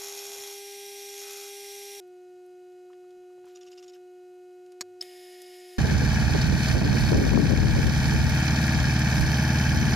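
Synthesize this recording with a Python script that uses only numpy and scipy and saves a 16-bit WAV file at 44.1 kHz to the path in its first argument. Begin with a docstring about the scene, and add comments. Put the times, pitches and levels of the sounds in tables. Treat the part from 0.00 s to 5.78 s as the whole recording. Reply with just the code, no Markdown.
"""In a workshop, a small milling machine is heard close by. Rotating parts and the hum are sums of sines; the spindle
adds resonant noise, and the end mill takes two bites of metal as flute harmonics and grains of chip noise.
At 2 s every steady tone drops abruptly by a tenth, the spindle stands, and the cabinet hums over the shop's hiss.
The table is jogged in steps of filtered grains; a switch clacks and a contactor pulls in, both as struck decaying
modes; then the spindle runs again in air."""
import sys
import numpy as np
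from scipy import signal
from scipy.fft import rfft, irfft
from scipy.io import wavfile
from scipy.ndimage import uniform_filter1d

SR = 44100
rng = np.random.default_rng(int(sys.argv[2]) if len(sys.argv) > 2 else 0)


def bounce(signal):
    """Save signal as a 16-bit WAV file at the path given by the first command-line argument."""
    frames = np.transpose(np.atleast_2d(signal))
    limited = np.clip(frames, -1, 1)
    pcm = np.round(limited * 32767).astype(np.int16)
    wavfile.write(sys.argv[1], SR, pcm)


N = 255019

CHANGE_S, START_S = 2.0015, 5.009   # the abrupt change; the spindle restarts
EARLY_PACE = 1.1083   # rate of machine time before the change; 1 afterwards
T = np.arange(N) / SR
EARLY, LATE = T < CHANGE_S, T >= START_S
PACE = np.where(EARLY, EARLY_PACE, 1)
CLOCK = np.cumsum(PACE) / SR   # machine time, s
HUM_HZ, FLUTE_HZ, FAN_HZ = 361.96, 69.31, 161.5   # fundamentals in machine time

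# Shop hiss: f/Hz, spectral density/dB (relative)
SHOP_SPECTRUM = [(25, -21), (60, -26), (110, -5), (170, -3.5), (250, -4), (450, 0), (600, -8.5), (1000, -5),
                 (1700, -10), (2800, -8), (5500, -10.5), (8000, -10.5), (13000, -13.5), (15500, -19)]
# Faint humps in the hiss: f/Hz, width/Hz, lift/dB
SHOP_HUMPS = [(1920, 62, 9.5), (2930, 28, 14.5), (3920, 230, 3), (4940, 98, 9), (6500, 2100, 6.5)]
SHOP_DB = -72.5   # rms
# Swells of the bench rumble: t/s, level/dB
RUMBLE_SWELLS = [(.13, -86), (.38, -77), (3.19, -81), (3.43, -79), (3.68, -92), (3.87, -91)]
RUMBLE_EARLY_DB, RUMBLE_DB = -86.5, -91.5   # before and after the change
SWELL_S = 0.043   # time from the peak of a swell to 1/e

# Cabinet hum: multiple of HUM_HZ, then level/dB while milling, with spindle at rest, after restart
HUM_HARMONICS = [(1, -45.5, -48, -48), (2, -55.5, -61, -58.5), (3, -78, -92.5, -84.5), (4, -66.5, -73, -75),
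                 (5, -73, -84.5, -80), (6, -59.5, -83, -66), (7, -70.5, -77.5, -78), (8, -65, -83, -71.5),
                 (9, -66, -88.5, -78), (11, -68, -84.5, -80), (12, -64, -91, -81), (13, -68, -89, -72.5),
                 (14, -56.5, -96, -69.5)]
# Low fan-like tone: multiple of FAN_HZ, level/dB
FAN_HARMONICS = [(1, -86.5), (3, -85)]

# Small knocks and ticks about the machine: t/s, level/dB, low f/Hz, high f/Hz
TICKS = [(.29, -59, 200, 400), (.355, -54, 400, 660), (.386, -60.5, 120, 400), (2.075, -70, 8500, 13000),
         (2.461, -68, 8500, 13000), (2.72, -69, 3000, 9000), (2.845, -70, 400, 650),
         (2.9, -61.5, 1000, 1350), (2.931, -59, 950, 3500), (3.04, -72, 1000, 1300),
         (3.106, -63, 2500, 7000), (3.156, -70, 500, 1300), (3.165, -72, 80, 300), (3.236, -68, 900, 3000),
         (3.3, -70, 950, 1350), (3.379, -62, 100, 600), (3.443, -58.5, 120, 1400),
         (3.455, -63, 5000, 13000), (3.465, -58.5, 990, 1390), (3.96, -62, 1400, 1900),
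         (4.662, -63, 950, 7000), (4.72, -55.5, 1200, 9000), (5.418, -45, 3500, 13000),
         (5.558, -60, 10000, 14500), (5.6, -56, 6300, 10000)]
TICK_T60_S, TICK_CYCLES = 0.036, 9.2   # base decay; added decay as cycles of the bandwidth

# Ways rubbing through the move: f/Hz, spectral density/dB (relative)
SLIDE_SPECTRUM = [(600, -23), (1100, -2), (1600, -2), (3000, 0.5), (5000, -1.5), (7500, -3), (9000, -15),
                  (12000, -12), (15000, -22)]
SLIDE_FROM_S, SLIDE_TO_S, SLIDE_DB = 3.445, 3.985, -69.5
GRIT_PER_S, GRIT_MAX_DB = 25, -64   # fine ticks while sliding

# Jog steps of the table: t/s, level/dB at the start of the step
JOG_STEPS = [(3.549, -54), (3.608, -55), (3.662, -53.5), (3.713, -55.5), (3.773, -53), (3.823, -51.5),
             (3.877, -52), (3.932, -57.5)]
# Resonances of the table: f/Hz, width/Hz, level/dB
JOG_RESONANCES = [(1145, 60, -12.5), (2610, 130, -11), (2950, 270, 0), (3720, 110, -6), (5000, 330, 3.5),
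                  (5500, 140, 1.5), (6240, 150, -8), (6720, 170, -1), (7270, 250, -5)]
JOG_S = 0.03   # nominal length of a step
JOG_DETUNE, JOG_FLARE_DB = .025, 5   # spread of relative detuning per step; spread of flare within it

# Switch, blow and bounces: t/s, level/dB
SWITCH_BLOWS = [(4.8093, -29.5), (4.8097, -27), (4.8135, -30)]
# Dying run of switch touches: start t/s, gap/s, first level/dB, change per touch/dB
SWITCH_CHATTER = (4.8108, .0012, -36, -1.14)
# Modes of the switch: f/Hz, level/dB, t60/s
SWITCH_MODES = [(240, -42, 0.01), (700, -48, .01), (1180, -19, 0.0096), (1740, -10, 0.0078),
                (2210, -6.5, 0.0049), (3140, -32, 0.0027), (4360, -9, 0.0091), (4560, -4.5, 0.0092),
                (5540, -5.5, 0.0075), (6740, -4, 0.01), (7000, -9, .007), (7860, -11, 0.011),
                (10300, -28, .005), (12600, -17, 0.0036), (14300, -25, .004)]
# Contactor touches: t/s, level/dB
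CONTACTOR_BLOWS = [(5.0085, -58), (5.0097, -52), (5.0126, -48), (5.0198, -52), (5.024, -44)]
# Dying run of contactor touches: start t/s, gap/s, first level/dB, change per touch/dB
CONTACTOR_CHATTER = (5.0262, .003, -58, -2.5)
# Modes of the contactor: f/Hz, level/dB, t60/s
CONTACTOR_MODES = [(670, -21.5, .04), (1160, -37, 0.013), (2280, -9.5, 0.02), (3020, -6, 0.019),
                   (3740, -3, 0.014), (4600, -4.5, 0.0095), (5206, -6, .01), (6560, -3, 0.0086),
                   (8100, -3, 0.0051), (10500, -6, 0.01), (13000, -8, .008)]
# Low thud through the frame after the switch, two pings of the seating armature:
# t/s, f/Hz, level/dB, swell/s, t60/s
PINGS = [(4.811, 102.6, -72.5, .03, 0.98), (5.0106, 4720, -25, 0.00036, 0.0045),
         (5.0126, 5160, -19.5, 0.0013, 0.012)]

# Whine of spindle motor and bearings: f/Hz in machine time, level/dB while milling, level/dB after restart
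WHINE = [(654, -75, -76), (794, -90, -82), (1597, -77, -85), (1735, -70, -75), (1803, -69, -73),
         (1862, -66, -73), (1887, -68, -72), (1903, -67, -72), (2011, -67, -95), (2292, -69, -88),
         (2320, -69, -76), (2352, -70, -86), (2522, -64, -72), (2702, -72, -80), (2965, -64, -74),
         (3246, -68, -80), (3331, -68, -76), (3472, -62, -74), (3690, -66, -76), (4860, -72, -76),
         (4888, -66, -75), (5000, -66, -73), (5041, -56, -65), (5401, -57, -69), (6121, -72, -78),
         (6664, -71, -78), (6845, -62, -71), (6944, -67, -78), (7574, -66, -80), (8297, -62, -84),
         (9022, -65, -79), (10090, -60, -79), (10376, -66, -77), (10415, -66, -75), (10812, -67, -78),
         (11219, -72, -96), (12154, -67, -82), (12921, -77, -81), (13250, -76, -95), (13889, -79, -82)]
# Spindle rush while milling: f/Hz, spectral density/dB (relative)
RUSH_EARLY = [(530, -66), (900, -53), (1510, -9), (1580, -16), (1700, -16), (2030, -8), (2350, -6.5),
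              (2980, -9), (3290, -2.5), (5060, -3), (5770, -0.5), (6280, -10), (8070, -0.5), (11600, -4.5),
              (15800, -9)]
# Spindle rush after restart: f/Hz, spectral density/dB (relative)
RUSH_LATE = [(530, -37), (900, -12), (1350, -14.5), (1420, -9), (1640, -12), (1850, -4), (2010, -7),
             (2130, -4.5), (2680, -3), (4130, -2), (5060, -1), (5840, -4), (13400, -5.5), (14900, -16),
             (15800, -55)]
RUSH_EARLY_DB, RUSH_LATE_DB = -49, -58
# Resonances of the spindle head, scaled by the pace: f/Hz, width/Hz, lift/dB
HEAD_RESONANCES = [(1870, 220, 2), (2300, 280, 4), (3000, 270, 8), (3730, 450, 5.5), (5180, 340, 7.5),
                   (6800, 210, -3), (10420, 450, 8.5), (12800, 600, 2)]

# Flute beat; unequal bites of alternate flutes add half multiples: multiple of FLUTE_HZ, level/dB (relative)
FLUTE_HARMONICS = [(2, -23), (4, -12), (6, -14), (7, -11), (8, -10), (9, -2), (9.5, -6), (10, -7), (11, -1),
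                   (12, -5), (12.5, -10), (13, -14), (14, -10), (14.5, -8), (15, -9), (16, -7), (17, -5),
                   (18, -12), (19, -9), (19.5, -6), (20, -6), (22, -15), (23, -10), (25, -6), (27, -6),
                   (32, -8), (32.5, -3), (33, -3), (34, -6)]
# Chips tearing off: f/Hz, spectral density/dB (relative)
CHIP_SPECTRUM = [(150, -28.5), (500, -16), (1200, -16), (2200, -12.5), (3800, -5), (4800, -5.5),
                 (6000, -4.5), (7300, -2.5), (8200, -18.5), (11500, -3.5), (15000, -19.5)]
# Tool and work ringing under the cut: f/Hz, width/Hz, lift/dB
TOOL_RESONANCES = [(2483, 150, 9), (3430, 130, 6), (5460, 126, 13.5), (6485, 126, 12.5), (7000, 110, 9)]
# Bites of the cutter: start t/s, end t/s, low flute level/dB, high flute level/dB, chip level/dB
BITES = [(-.05, 0.508, -61, -61.5, -45), (1.232, 1.46, -72, -62.5, -50)]
BITE_ATTACK_S, CHIP_ATTACK_S, BITE_RELEASE_S, BITE_SAG_DB_PER_S = .04, 0.31, 0.16, -10
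SKIM_LOW_DB, SKIM_HIGH_DB, SKIM_CHIP_DB = -80.5, -86, -58   # between bites the flutes only skim
ENTRY, CHIPS_PER_S = .59, 5000   # share of a pass done at time zero; grains of swarf

STOPBAND_HZ = 16120


def from_db(db):
    """Logarithmic level: decibels to amplitude gain."""
    return 10 ** (np.asarray(db) / 20)


def rms_one(x):
    """Normalisation of mean power: scale to rms 1."""
    return x / np.sqrt(np.mean(x ** 2) + 1e-20)


def drift(rate):
    """Low-pass random process: slow chance of spread 1, changing about rate times a second."""
    # worked out at every 40th sample, after a run-in of 2000 points
    pole = np.exp(-80 * np.pi * rate / SR)
    white = rng.standard_normal(N // 40 + 2002)
    slow = signal.lfilter([1], [1, -2 * pole, pole * pole], white)[2000:]
    return np.interp(np.arange(N) / 40, np.arange(len(slow)), rms_one(slow - slow.mean()))


def coloured(x, spectrum, lifts=(), pace=1):
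    """Spectral shaping: a smooth spectrum with resonant lifts filters x; rms 1."""
    hz = np.maximum(np.fft.rfftfreq(N, 1 / SR), 1)
    points = np.array(spectrum)
    level_db = np.interp(np.log(hz), np.log(points[:, 0]), points[:, 1])
    for centre, width, lift_db in lifts:
        level_db += lift_db / (1 + (2 * (hz / pace - centre) / width) ** 2)
    return rms_one(irfft(rfft(x) * from_db(level_db), N))


def ring(clicks, hz, t60):
    """Damped oscillator: a unit click excites a decaying sine of initial amplitude 1."""
    decay, w = from_db(-60 / (t60 * SR)), 2 * np.pi * hz / SR
    return signal.lfilter([0, np.sin(w)], [1, -2 * decay * np.cos(w), decay * decay], clicks + 1e-18)


def tone(hz, phase=0):
    """Simple harmonic motion: a sine of rms 1 on machine time."""
    return np.sqrt(2) * np.sin(2 * np.pi * hz * CLOCK + phase)


def puff(level_db, low_hz, high_hz, t60, size=4000):
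    """Exponential decay: band-limited noise that dies away from its onset."""
    band = signal.butter(2, [low_hz, high_hz], "band", fs=SR, output="sos")
    white = rng.standard_normal(size)
    dying = from_db(level_db - 60 * np.arange(size) / SR / t60)
    return signal.sosfilt(band, white * dying) / np.std(signal.sosfilt(band, white))


def background():
    """Stationary noise: shop hiss, over a low bench rumble that swells briefly."""
    hiss = coloured(rng.standard_normal(N), SHOP_SPECTRUM, SHOP_HUMPS)
    band = signal.butter(2, [35, 125], "band", fs=SR, output="sos")
    rumble = rms_one(signal.sosfilt(band, rng.standard_normal(N)))
    level = from_db(np.where(EARLY, RUMBLE_EARLY_DB, RUMBLE_DB))
    for s, db in RUMBLE_SWELLS:
        level = level + from_db(db) * np.exp(-((T - s) / SWELL_S) ** 2)
    return from_db(SHOP_DB) * hiss + level * rumble


def hum():
    """Fourier series: hum harmonics change level with the spindle's state, beside a fan-like tone."""
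    hz = HUM_HZ * (1 + 0.000089 * drift(0.6))
    phase = 2 * np.pi * np.cumsum(hz * PACE) / SR
    out = sum(from_db(db) * tone(k * FAN_HZ) for k, db in FAN_HARMONICS)
    for k, early_db, rest_db, late_db in HUM_HARMONICS:
        level_db = np.select([EARLY, LATE], [early_db, late_db], rest_db)
        out = out + from_db(level_db) * np.sqrt(2) * np.sin(k * phase)
    return out


def ticks():
    """Bandwidth and duration are reciprocal: each tick is a noise puff, and narrow ones last longer."""
    out = np.zeros(N)
    for s, db, low_hz, high_hz in TICKS:
        t60 = TICK_T60_S + TICK_CYCLES / (high_hz - low_hz)
        sound = puff(db, low_hz, high_hz, t60)
        out[int(s * SR):][:len(sound)] += sound
    return out


def sliding(edge_s=.015, patchy_db=2.0):
    """Dry friction: grains of contact noise under the whole move, with fine ticks at random."""
    shape = np.clip(np.minimum(T - SLIDE_FROM_S, SLIDE_TO_S - T) / edge_s, 0, 1)
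    grains = rng.standard_normal(N) * (rng.random(N) < 3000 / SR)   # 3000 grains per second
    out = from_db(SLIDE_DB + patchy_db * drift(36)) * shape * coloured(grains, SLIDE_SPECTRUM)
    length_s = SLIDE_TO_S - SLIDE_FROM_S
    for place, weakness in rng.random((int(GRIT_PER_S * length_s), 2)):
        sound = puff(GRIT_MAX_DB - 8 * weakness, 11300, 13560, .02)
        out[int((SLIDE_FROM_S + place * length_s) * SR):][:len(sound)] += sound
    return out


def jogging(rise_s=0.0044, fall_s=0.008, sag_db=-6.0, wash_db=-11.0, sharp=2.1, size=4000, run_in=1000):
    """Resonance under random impacts: gritty buzzes flare unevenly in table modes and sag."""
    out = np.zeros(N)
    age = (np.arange(size) - run_in) / SR   # the resonances build up before the step is heard
    edges = np.clip(np.minimum(age / rise_s, (JOG_S - age) / fall_s + .5), 0, 1)
    band = signal.butter(2, [1400, 8500], "band", fs=SR, output="sos")
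    for s, db in JOG_STEPS:
        # a dense rattle of tiny contacts, 1800 per second
        contacts = rng.standard_normal(size) * (rng.random(size) < 1800 / SR)
        rings = 0
        for hz, width, ring_db in JOG_RESONANCES:
            hz = hz * (1 + JOG_DETUNE * rng.standard_normal())
            t60 = sharp / width
            narrow = ring(ring(contacts, hz, t60), hz, t60)   # twice: dark valleys between the resonances
            flare = np.interp(np.arange(size), np.linspace(0, size, 12), rng.standard_normal(12))
            rings = rings + from_db(ring_db + JOG_FLARE_DB * flare) * rms_one(narrow)
        wash = rms_one(signal.sosfilt(band, contacts))
        buzz = rms_one(rms_one(rings) + from_db(wash_db) * wash)
        out[int(s * SR) - run_in:][:size] += from_db(db + sag_db * age / JOG_S) * edges * buzz
    return out


def chatter(start_s, gap_s, db, step_db, count):
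    """Energy loss at impact: unevenly spaced touches, each weaker than the last."""
    return [(start_s + gap_s * (k + rng.uniform(-.5, .5)), db + step_db * k) for k in range(count)]


def struck(blows, modes, spread_db, rattle_db, rattle_s, size=30000):
    """Modal excitation: blows strike each mode unequally, and loose parts rattle the modes briefly."""
    s, blow_db = np.transpose(blows)
    first = int(s.min() * SR)
    at = (s * SR).astype(int) - first
    starts = np.zeros(size)
    starts[at] = from_db(blow_db + rattle_db)
    loose = signal.lfilter([1], [1, -from_db(-60 / (rattle_s * SR))], starts + 1e-18)
    out = np.zeros(N)
    for hz, level_db, t60 in modes:
        clicks = loose * rng.standard_normal(size) * (hz > 500)   # the rattle spares the low modes
        clicks[at] = from_db(blow_db + spread_db * rng.standard_normal(len(s)))
        out[first:first + size] += from_db(level_db) * ring(clicks, hz, t60)
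    return out


def switch():
    """Contact bounce: a switch's blows run into a dying chatter that rings its modes."""
    blows = SWITCH_BLOWS + chatter(*SWITCH_CHATTER, count=12)
    return struck(blows, SWITCH_MODES, spread_db=3, rattle_db=-19.0, rattle_s=0.01)


def contactor():
    """Contact bounce: the contactor's touches run into a dying chatter that rings its modes."""
    blows = CONTACTOR_BLOWS + chatter(*CONTACTOR_CHATTER, count=5)
    return struck(blows, CONTACTOR_MODES, spread_db=5.5, rattle_db=-11.0, rattle_s=0.02)


def pings(size=30000):
    """Brief driving of a single mode: its amplitude swells linearly, then dies exponentially."""
    out, age = np.zeros(N), np.arange(size) / SR
    for s, hz, db, swell_s, t60 in PINGS:
        swell = np.minimum(age / swell_s, 1)
        dying = from_db(db - 60 * np.maximum(age - swell_s, 0) / t60)
        out[int(s * SR):][:size] += dying * swell * np.sin(2 * np.pi * hz * age)
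    return out


def spindle(waver_db=1.5, wander_rad=0.17):
    """Random modulation and resonance: wavering narrow tones over a noise rush that rings in the head."""
    out = np.zeros(N)
    for hz, early_db, late_db in WHINE:
        level = from_db(early_db) * EARLY + from_db(late_db) * LATE
        phase = wander_rad * drift(9.0) + rng.uniform(0, 2 * np.pi)
        out += level * from_db(waver_db * drift(26.0)) * tone(hz, phase)
    early = coloured(rng.standard_normal(N), RUSH_EARLY, HEAD_RESONANCES, EARLY_PACE)
    late = coloured(rng.standard_normal(N), RUSH_LATE, HEAD_RESONANCES)
    rush = from_db(RUSH_EARLY_DB) * EARLY * early + from_db(RUSH_LATE_DB) * LATE * late
    return out + rush * from_db(.6 * drift(25))


def bites(column, skim_db, attack_s):
    """Power addition: one layer of the cut rises into each bite, sags and dies to the skimming level."""
    power = from_db(2 * skim_db)
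    for row in BITES:
        start_s, end_s = row[:2]
        # the rise is complete at the start; the release begins at the end
        rise, fall = (T - start_s) / attack_s + 1, (end_s - T) / BITE_RELEASE_S + 1
        edges = np.clip(np.minimum(rise, fall), 0, 1)
        level = from_db(row[column] + BITE_SAG_DB_PER_S * (T - start_s))
        power = power + (edges ** 2 * level) ** 2
    return np.sqrt(power)


def cutting(waver_db=2.5, scatter_rad=0.81, fade_db=8.0, uneven_db=2.5):
    """Periodic forcing: flute passes sound harmonics and gate bursts of chip grains, never two alike."""
    low = bites(column=2, skim_db=SKIM_LOW_DB, attack_s=BITE_ATTACK_S)
    high = bites(column=3, skim_db=SKIM_HIGH_DB, attack_s=BITE_ATTACK_S)
    chip_level = bites(column=4, skim_db=SKIM_CHIP_DB, attack_s=CHIP_ATTACK_S)
    beat = np.zeros(N)
    for k, db in FLUTE_HARMONICS:
        level = low if k < 15 else high
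        phase = 2 * np.pi * k * ENTRY + scatter_rad * rng.standard_normal()
        beat += level * from_db(db + waver_db * drift(9.9)) * tone(k * FLUTE_HZ, phase)
    passes = FLUTE_HZ * CLOCK + ENTRY   # a flute enters at each whole number
    bite_db = uneven_db * rng.uniform(-0.9, 1, int(passes[-1]) + 1)[passes.astype(int)]
    # the burst sets in sharply as the flute enters and fades through the pass
    gate = uniform_filter1d(from_db(bite_db - fade_db * (passes % 1)), size=40)
    grains = rng.standard_normal(N) * (rng.random(N) < CHIPS_PER_S / SR)
    chips = coloured(grains * gate * EARLY, CHIP_SPECTRUM, TOOL_RESONANCES)
    return EARLY * (beat + chip_level * chips)


def scene():
    """Superposition: all sources add at one microphone, copied to both channels."""
    mono = background() + hum() + ticks() + sliding() + jogging() + pings() + spindle() + cutting()
    # the switch and contactor clacks carry no deep bass
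    high_pass = signal.butter(2, 200, "high", fs=SR, output="sos")
    mono += signal.sosfilt(high_pass, switch() + contactor())
    return np.stack([mono, mono])


def record(dry):
    """Band limitation: a steep low-pass puts everything above the stopband edge 60 dB down."""
    return signal.sosfilt(signal.cheby2(12, 60, STOPBAND_HZ, fs=SR, output="sos"), dry)


dry = scene()
out = record(dry)
bounce(out)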